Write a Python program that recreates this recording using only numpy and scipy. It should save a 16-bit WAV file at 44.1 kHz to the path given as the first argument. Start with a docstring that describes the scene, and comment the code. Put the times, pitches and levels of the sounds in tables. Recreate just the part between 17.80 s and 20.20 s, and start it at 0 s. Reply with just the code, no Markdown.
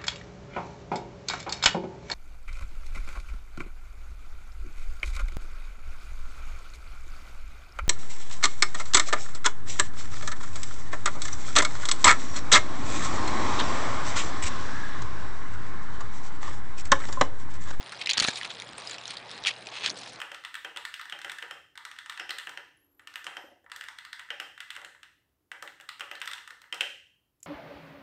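"""Two beetles grappling on a log

Two large beetles grapple in a quiet room. Their claws snap on the bark and drag across it in gritty
strokes, each built from many tiny rings of bark flakes. Early on, a few dull knocks ring the log;
later a claw twice skids with a zipping rasp, a fast train of clicks. Small steps, steady hiss,
a faint hum, a little room echo and the soft rub of a hand on the camera lie underneath."""
import sys
import numpy as np
from scipy import signal
from scipy.fft import rfft, irfft
from scipy.io import wavfile
from scipy.ndimage import uniform_filter1d

SR = 44100
rng = np.random.default_rng(int(sys.argv[2]) if len(sys.argv) > 2 else 0)


def dump_mix(stems):
    """Bounce the given channels to the path in sys.argv[1] as a 16-bit WAV at rate SR."""
    frames = np.atleast_2d(stems).T  # one column per channel
    limited = np.clip(frames, -1, 1)  # hard clip at full scale
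    pcm = np.round(limited * 32767).astype(np.int16)
    wavfile.write(sys.argv[1], SR, pcm)


N = 105840  # length of the scene in samples (2.4 s)
FREQS = np.fft.rfftfreq(1024, 1 / SR)  # the frequencies at which spectra are drawn [Hz]
TEAR_S, TEAR_PEAK_S = 0.0005, 0.0023  # width of the tiny burst of a tear, and when it peaks [s]
LEAD_S = 0.0083  # how long before a snap's release its sound starts [s]


def amp(db):
    """Turns decibels into a gain."""
    return 10 ** (np.asarray(db) / 20)


def evened(x):
    """Scales a signal to an average (rms) level of 1."""
    return x / np.sqrt(np.mean(x ** 2) + 1e-20)


def read(points, hz):
    """Reads a spectrum between its points, along a log-frequency axis."""
    f, value = np.transpose(points)
    return np.interp(np.log(hz + 1), np.log(f), value)


def add(mix, s, sound):
    """Mixes a sound in at time s, cutting it where the mix ends."""
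    part = mix[max(round(s * SR), 0):][:len(sound)]
    part += sound[:len(part)]


def background():
    """Steady, slightly patchy hiss: noise shaped over time and frequency, plus a faint pure hum."""
    # spectrum of the hiss: (frequency [Hz], relative level per Hz [dB])
    hiss_colour = [(20, -40), (40, -17.5), (62, 1), (85, -18), (130, -2), (200, -2.5), (300, -1.5),
                   (480, 2), (850, 4), (1400, -0.5), (2500, -3), (4200, -9.5), (6000, -27.5), (10000, -30)]
    # steady hum: (frequency [Hz], level [dB])
    hum_tones = [(118, -65.5)]
    hiss_db, patch_db = -48, 2  # overall level, and how much the patches vary
    real, imaginary, patches = rng.standard_normal((3, N // 256 + 5, len(FREQS)))
    patches = uniform_filter1d(patches, size=10, axis=0)  # smooth over time
    patches = evened(uniform_filter1d(patches, size=14, axis=1))  # smooth over frequency
    spectra = (real + 1j * imaginary) * amp(read(hiss_colour, FREQS) + patch_db * patches)
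    hiss = signal.istft(spectra.T, nperseg=1024, noverlap=768)[1][:N]
    t = np.arange(N) / SR
    hum = sum(amp(db) * np.sqrt(2) * np.sin(2 * np.pi * (hz * t + rng.random()))
              for hz, db in hum_tones)
    return amp(hiss_db) * evened(hiss) + hum


def room(x):
    """The faint echo of a room: the sound smeared by a fading noise tail."""
    level_db, t60_s = -35, 0.63  # t60: time to fade by 60 dB
    t = np.arange(SR // 2) / SR
    tail = rng.standard_normal(len(t)) * amp(-60 * t / t60_s) * (t > .004)
    return amp(level_db) * signal.fftconvolve(x, tail / np.linalg.norm(tail))[:N]


def rub(start, top, end, db):
    """A hand shifts on the camera: a low, soft rustle of band-limited noise that swells and fades."""
    t = np.arange(start, end, 1 / SR)
    band = signal.butter(2, [160, 750], "bandpass", fs=SR, output="sos")  # [Hz]
    rustle = evened(signal.sosfilt(band, rng.standard_normal(N)))[:len(t)]
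    return amp(db) * np.interp(t, [start, top, end], [0, 1, 0]) * rustle


def tear():
    """Fibres give way within a millisecond or two: a tiny noise burst with a nearly even spectrum."""
    t = np.arange(256) / SR
    swell = 1 / np.cosh((t - TEAR_PEAK_S) / TEAR_S)
    spectrum = rfft(rng.standard_normal(len(t)) * swell)
    flat = irfft(spectrum / (abs(spectrum) + 1e-12))
    return flat * swell ** .25


def chip(colour, hz, treble_db, body_db, focus_db, octaves, ripple_db=4.5):
    """The brief ring of one flake of bark, with a boost around hz and unit energy."""
    ripple = evened(uniform_filter1d(rng.standard_normal(len(FREQS)), size=14))
    distance = np.log2((FREQS + 1) / hz) / octaves
    db = read(colour, FREQS) + focus_db * np.exp(-.5 * distance ** 2) + ripple_db * ripple
    # two tone controls: body acts in full below 1220 Hz, treble above 6530 Hz
    db = db + np.interp(FREQS, [1220, 2190, 3940, 6530], [body_db, 0, 0, treble_db])
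    # minimum phase: the ring starts at once and then dies away
    log_gain = np.log(amp(np.r_[db, db[-2:0:-1]]))
    ring = np.fft.ifft(np.exp(np.conj(signal.hilbert(log_gain)))).real
    return ring / np.linalg.norm(ring)


def grit(per_s, spread_db, hz, treble_db, body_db, length, count=10, treble_scatter_db=3):
    """Random tiny slips of uneven size, each ringing one of several flakes."""
    # colour of the grit: (frequency [Hz], level [dB])
    grit_colour = [(100, -21), (600, -11.5), (1300, -1), (2350, 2), (3000, -2), (4000, 1), (5400, -7.5),
                   (6600, -11.5), (8000, -16.5), (10000, -21.5)]
    focus_db, pitch_scatter = 7, 0.19  # strength of the ring; spread of flake pitch (natural log)
    chance = rng.random(N)[:length]
    size = rng.exponential(1, N)[:length]
    flake = rng.integers(0, count, N)[:length]
    slips = (chance < per_s / SR) * amp(spread_db * np.minimum(size, 3.5))
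    rings = []
    for step in np.linspace(-1, 1, count):
        flake_hz = hz * np.exp(pitch_scatter * step)
        flake_treble_db = treble_db + treble_scatter_db * step
        ring = chip(grit_colour, flake_hz, flake_treble_db, body_db, focus_db, octaves=0.31)
        rings.append(np.convolve(tear(), ring))
    return evened(sum(signal.fftconvolve(slips * (flake == k), ring)[:length]
                      for k, ring in enumerate(rings)))


def splinters(per_s, length, count=14, spread_db=6.5):
    """Tiny splinters of bark break at random, each a very short, high ping."""
    low_hz, top_hz, peak_s = 4300, 9900, 0.00082  # pitch range; time for a ping to reach its top
    chance = rng.random(N)[:length]
    size = rng.exponential(1, N)[:length]
    which = rng.integers(0, count, N)[:length]
    breaks = (chance < per_s / SR) * amp(spread_db * np.minimum(size, 3))
    t = np.arange(SR // 150) / SR
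    swell = (t / peak_s) ** 2 * np.exp(-2 * t / peak_s)
    pings = [swell * np.sin(2 * np.pi * hz * t) / hz for hz in np.linspace(low_hz, top_hz, count)]
    return evened(sum(np.convolve(breaks * (which == k), ping)[:length]
                      for k, ping in enumerate(pings)))


def footsteps():
    """Small steps all the time: sparse grit, and still fainter splinters under the feet."""
    steps = amp(-51) * grit(400, 5.5, 3500, 0, 0, N)  # 400 slips per second around 3500 Hz
    return steps + amp(-59) * splinters(700, N)


def knock(db, soft_hz):
    """A blow rings the damped modes of the log; a soft contact rings the high ones less."""
    # ringing modes of the log: (frequency [Hz], level [dB], time to fade by 60 dB [s])
    log_modes = [(94, -5.5, 0.028), (236, 1.5, 0.02), (373, -1, 0.015), (550, -1, 0.019),
                 (776, -2.5, 0.019), (1010, -3, 0.0073), (1677, 2, 0.036), (2266, 4.5, 0.025)]
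    t = np.arange(SR // 8) / SR
    ringing = 0
    for k, (hz, level, t60) in enumerate(log_modes):
        strength = (-1) ** k / np.hypot(1, hz / soft_hz)
        ringing = ringing + strength * amp(level - 60 * t / t60) * np.sin(2 * np.pi * hz * t)
    return amp(db) * ringing


def skid(curve, count=400):
    """A claw catches and slips hundreds of times a second or more; each slip is one dry click."""
    # colour of one slip: (frequency [Hz], level [dB])
    slip_colour = [(100, -35), (600, -9.5), (1000, -5.5), (1500, -4), (2400, -1), (3700, -0.5),
                   (5400, -8.5), (7000, -17.5), (10000, -27.5)]
    jitter, spread_db = 0.16, 3.5  # unevenness of slip spacing (natural log) and of slip size
    slip_hz, focus_db = 2870, 3
    bright_per_s, bright_db = 2830, 8  # quick slips carry more treble: in full at this rate
    s, per_s, db = np.transpose(curve)
    t = np.arange(s[0], s[-1], 1 / SR)
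    rate = np.interp(t, s, per_s)
    spacing, size = rng.standard_normal((2, count))
    # a slip happens each time the claw's travel reaches the next ridge
    ridges, travel = np.cumsum(np.exp(jitter * spacing)), np.cumsum(rate) / SR
    at = np.searchsorted(travel, ridges[ridges < travel[-1]])
    slips = np.zeros(len(t))
    slip_size = evened(amp(spread_db * size))[:len(at)]
    crowding = np.sqrt(SR / rate[at])  # keeps the level from depending on the rate
    slips[at] = slip_size * crowding * amp(np.interp(t[at], s, db))
    quick = np.clip(rate / bright_per_s, 0, 1) ** 2
    dull, bright = (chip(slip_colour, slip_hz, treble, 0, focus_db, octaves=0.19, ripple_db=2.5)
                    for treble in (0, bright_db))
    return signal.fftconvolve(slips * (1 - quick), dull) + signal.fftconvolve(slips * quick, bright)


def scrape(start, top, end, db, hz, treble_db, body_db):
    """A claw bears down, drags over the bark gripping and sliding unevenly, and eases off."""
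    stick_db, stick_s = 8, 0.00497  # how far the grip varies up and down, and how often it changes
    rise_db, fall_db, curve = 11.5, 11, 0.88  # drop at start and end; roundness of the top
    t = np.arange(start, max(end, start + .01), 1 / SR)
    away = abs(np.interp(t, [start, top, end], [1, 0, 1])) ** curve
    grips = rng.uniform(-1, 1, size=200)
    stick = stick_db * np.interp((t - start) / stick_s, np.arange(len(grips)), grips)
    pressure = amp(db + stick - away * np.where(t < top, rise_db, fall_db))
    pressure = pressure * signal.windows.tukey(len(t), .1)  # soft ends
    rasp = grit(2000, 3, hz, treble_db, body_db, len(t))  # 2000 grains per second
    crackle = amp(-9.5 + treble_db) * splinters(550, len(t))
    return pressure * (rasp + crackle)


def snap(db, hz, treble_db):
    """Strain builds with a faint crackle, the claw lets go, and a few crumbs follow."""
    # colour of a snap: (frequency [Hz], level [dB])
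    snap_colour = [(100, -35.5), (700, -19.5), (1400, -13.5), (2150, -1.5), (3000, -6), (4000, -0.5),
                   (5300, -4.5), (6600, -7), (8000, -14), (10000, -14)]
    crumble_db, strain_s, crumble_s = -7, 0.0009, 0.0043  # crumb level; crackle build-up and decay
    level_span_s = 0.0029  # the level holds for the energy spread over this time
    t = np.arange(-round(LEAD_S * SR), SR // 50) / SR  # release at t = 0
    crumbs = rng.standard_normal(len(t)) * np.exp(-abs(t) / np.where(t < 0, strain_s, crumble_s))
    release = t == 0
    force = np.convolve(tear(), release + amp(crumble_db) * crumbs / np.linalg.norm(crumbs))
    ring = chip(snap_colour, hz, treble_db, 0, focus_db=11, octaves=0.32)
    sound = signal.fftconvolve(force, ring)
    return amp(db) * np.sqrt(level_span_s * SR) * sound / np.linalg.norm(sound)


def scene():
    """Both beetles on the log, with the room, the hand and the hiss."""
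    # a hand rubs: (start [s], strongest [s], end [s], level [dB])
    rubs = [(1.979, 2.11, 2.34, -50.5)]
    # dull knocks through the log: (time [s], level [dB], above this a soft contact rings less [Hz])
    knocks = [(.3808, -30, 800), (0.3995, -35, 900), (.4142, -26.5, 500), (.4445, -31.5, 900),
              (.4836, -22.5, 4950), (.4915, -37, 400)]
    # a claw skids, one list per skid: (time [s], slip rate [slips per s], level [dB])
    skids = [
        [(1.644, 374, -41), (1.656, 840, -42), (1.662, 1270, -25), (1.672, 2560, -24.5), (1.681, 2330, -22.5),
         (1.693, 1910, -25.5), (1.704, 720, -36.5), (1.711, 560, -30.5), (1.721, 330, -46)],
        [(1.915, 354, -44), (1.952, 620, -42.5), (1.967, 1460, -35.5), (1.983, 670, -36), (1.996, 397, -47.5),
         (2.012, 400, -41), (2.036, 770, -35), (2.046, 1450, -26), (2.055, 1130, -34), (2.064, 1720, -29.5),
         (2.072, 1410, -31.5), (2.079, 1620, -28), (2.093, 890, -42.5)],
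    ]
    # claws drag over bark:
    # (start [s], strongest [s], end [s], level [dB], pitch [Hz], treble [dB], body [dB])
    scrapes = [(0.12,0.117,.15,-41.5,1450,3,6), (0.185,.215,0.25,-36.5,2980,-2.5,-19),
               (0.253,0.305,.33,-35,2330,-21,-13), (0.329,0.357,0.38,-32.5,2680,-26,-1),
               (0.366,0.392,0.411,-31,1480,-12,9), (.411,0.45,.466,-26,3030,-0.5,4.5),
               (0.462,0.467,.54,-33,4300,2,2), (0.541,0.559,0.6,-34,3730,3.5,-12),
               (0.597,.653,0.68,-39,2400,-1.5,4.5), (0.687,0.707,0.73,-39.5,3270,-4,-5),
               (0.968,0.981,1.071,-44,2900,6,7.5), (1.058,1.107,1.167,-38,3940,1.5,2),
               (1.26,1.316,1.36,-40.5,3830,1.5,-6.5), (1.503,1.533,1.59,-45.5,3680,-4,3),
               (2.107,2.115,2.103,-28.5,4000,6,-6), (2.149,2.16,2.37,-47,4300,4.5,-10)]
    # a claw or shell catches and lets go: (time [s], level [dB], ringing pitch [Hz], treble [dB])
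    snaps = [(0.1208,-38,2840,3), (.26,-25,3650,2.5), (0.2719,-22,2540,-6), (0.293,-20.5,2370,-11),
             (0.297,-21.5,2600,1), (0.3013,-18.5,3250,5), (0.3107,-19,3270,-1), (0.3169,-25.5,2820,-15),
             (0.3341,-23,4040,9), (.372,-24,3600,-13), (0.3767,-21.5,4700,11), (0.38,-17.5,3700,5),
             (0.3914,-23,4700,-7), (0.3996,-15,4500,1), (0.4035,-21,4300,1), (0.4057,-22.5,3250,-0.5),
             (0.4234,-23,2400,7), (0.4421,-22,4120,1), (.476,-26.5,3750,12), (.4846,-21,3400,6),
             (0.5578,-32,3870,11), (0.6127,-29.5,2220,-16), (.6322,-31,2880,-2), (0.6513,-32,3500,4.5),
             (0.7996,-33,2940,-1), (0.8205,-33,2330,-4), (1.073,-31.5,4200,14), (1.183,-35.5,2650,-3),
             (1.2554,-32.5,3500,0.5), (1.2786,-33.5,4840,12), (1.3707,-32,4070,-1), (1.5138,-35.5,4000,6),
             (1.638,-32.5,3900,4), (1.65,-26,2630,-13), (1.671,-19.5,3480,-1), (1.87,-34,2700,2),
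             (2.061,-19.5,3460,-4.5), (2.0962,-29,4450,2), (2.1014,-27,4670,-2)]
    hand = np.zeros(N)
    for row in rubs:
        add(hand, row[0], rub(*row))
    beetles = footsteps()
    for s, *row in knocks:
        add(beetles, s, knock(*row))
    for curve in skids:
        add(beetles, curve[0][0], skid(curve))
    for row in scrapes:
        add(beetles, row[0], scrape(*row))
    for s, *row in snaps:
        # start early, so that the release falls close to time s
        add(beetles, s - LEAD_S - TEAR_PEAK_S + TEAR_S, snap(*row))
    return (beetles + room(beetles) + hand + background())[None]


def record(dry):
    """A steep filter removes the highest treble, above about 10 kHz."""
    low_pass = signal.firwin(601, 10050, window=("kaiser", 8), fs=SR)
    return signal.oaconvolve(dry, low_pass[None], "same")


dry = scene()
out = record(dry)
dump_mix(out)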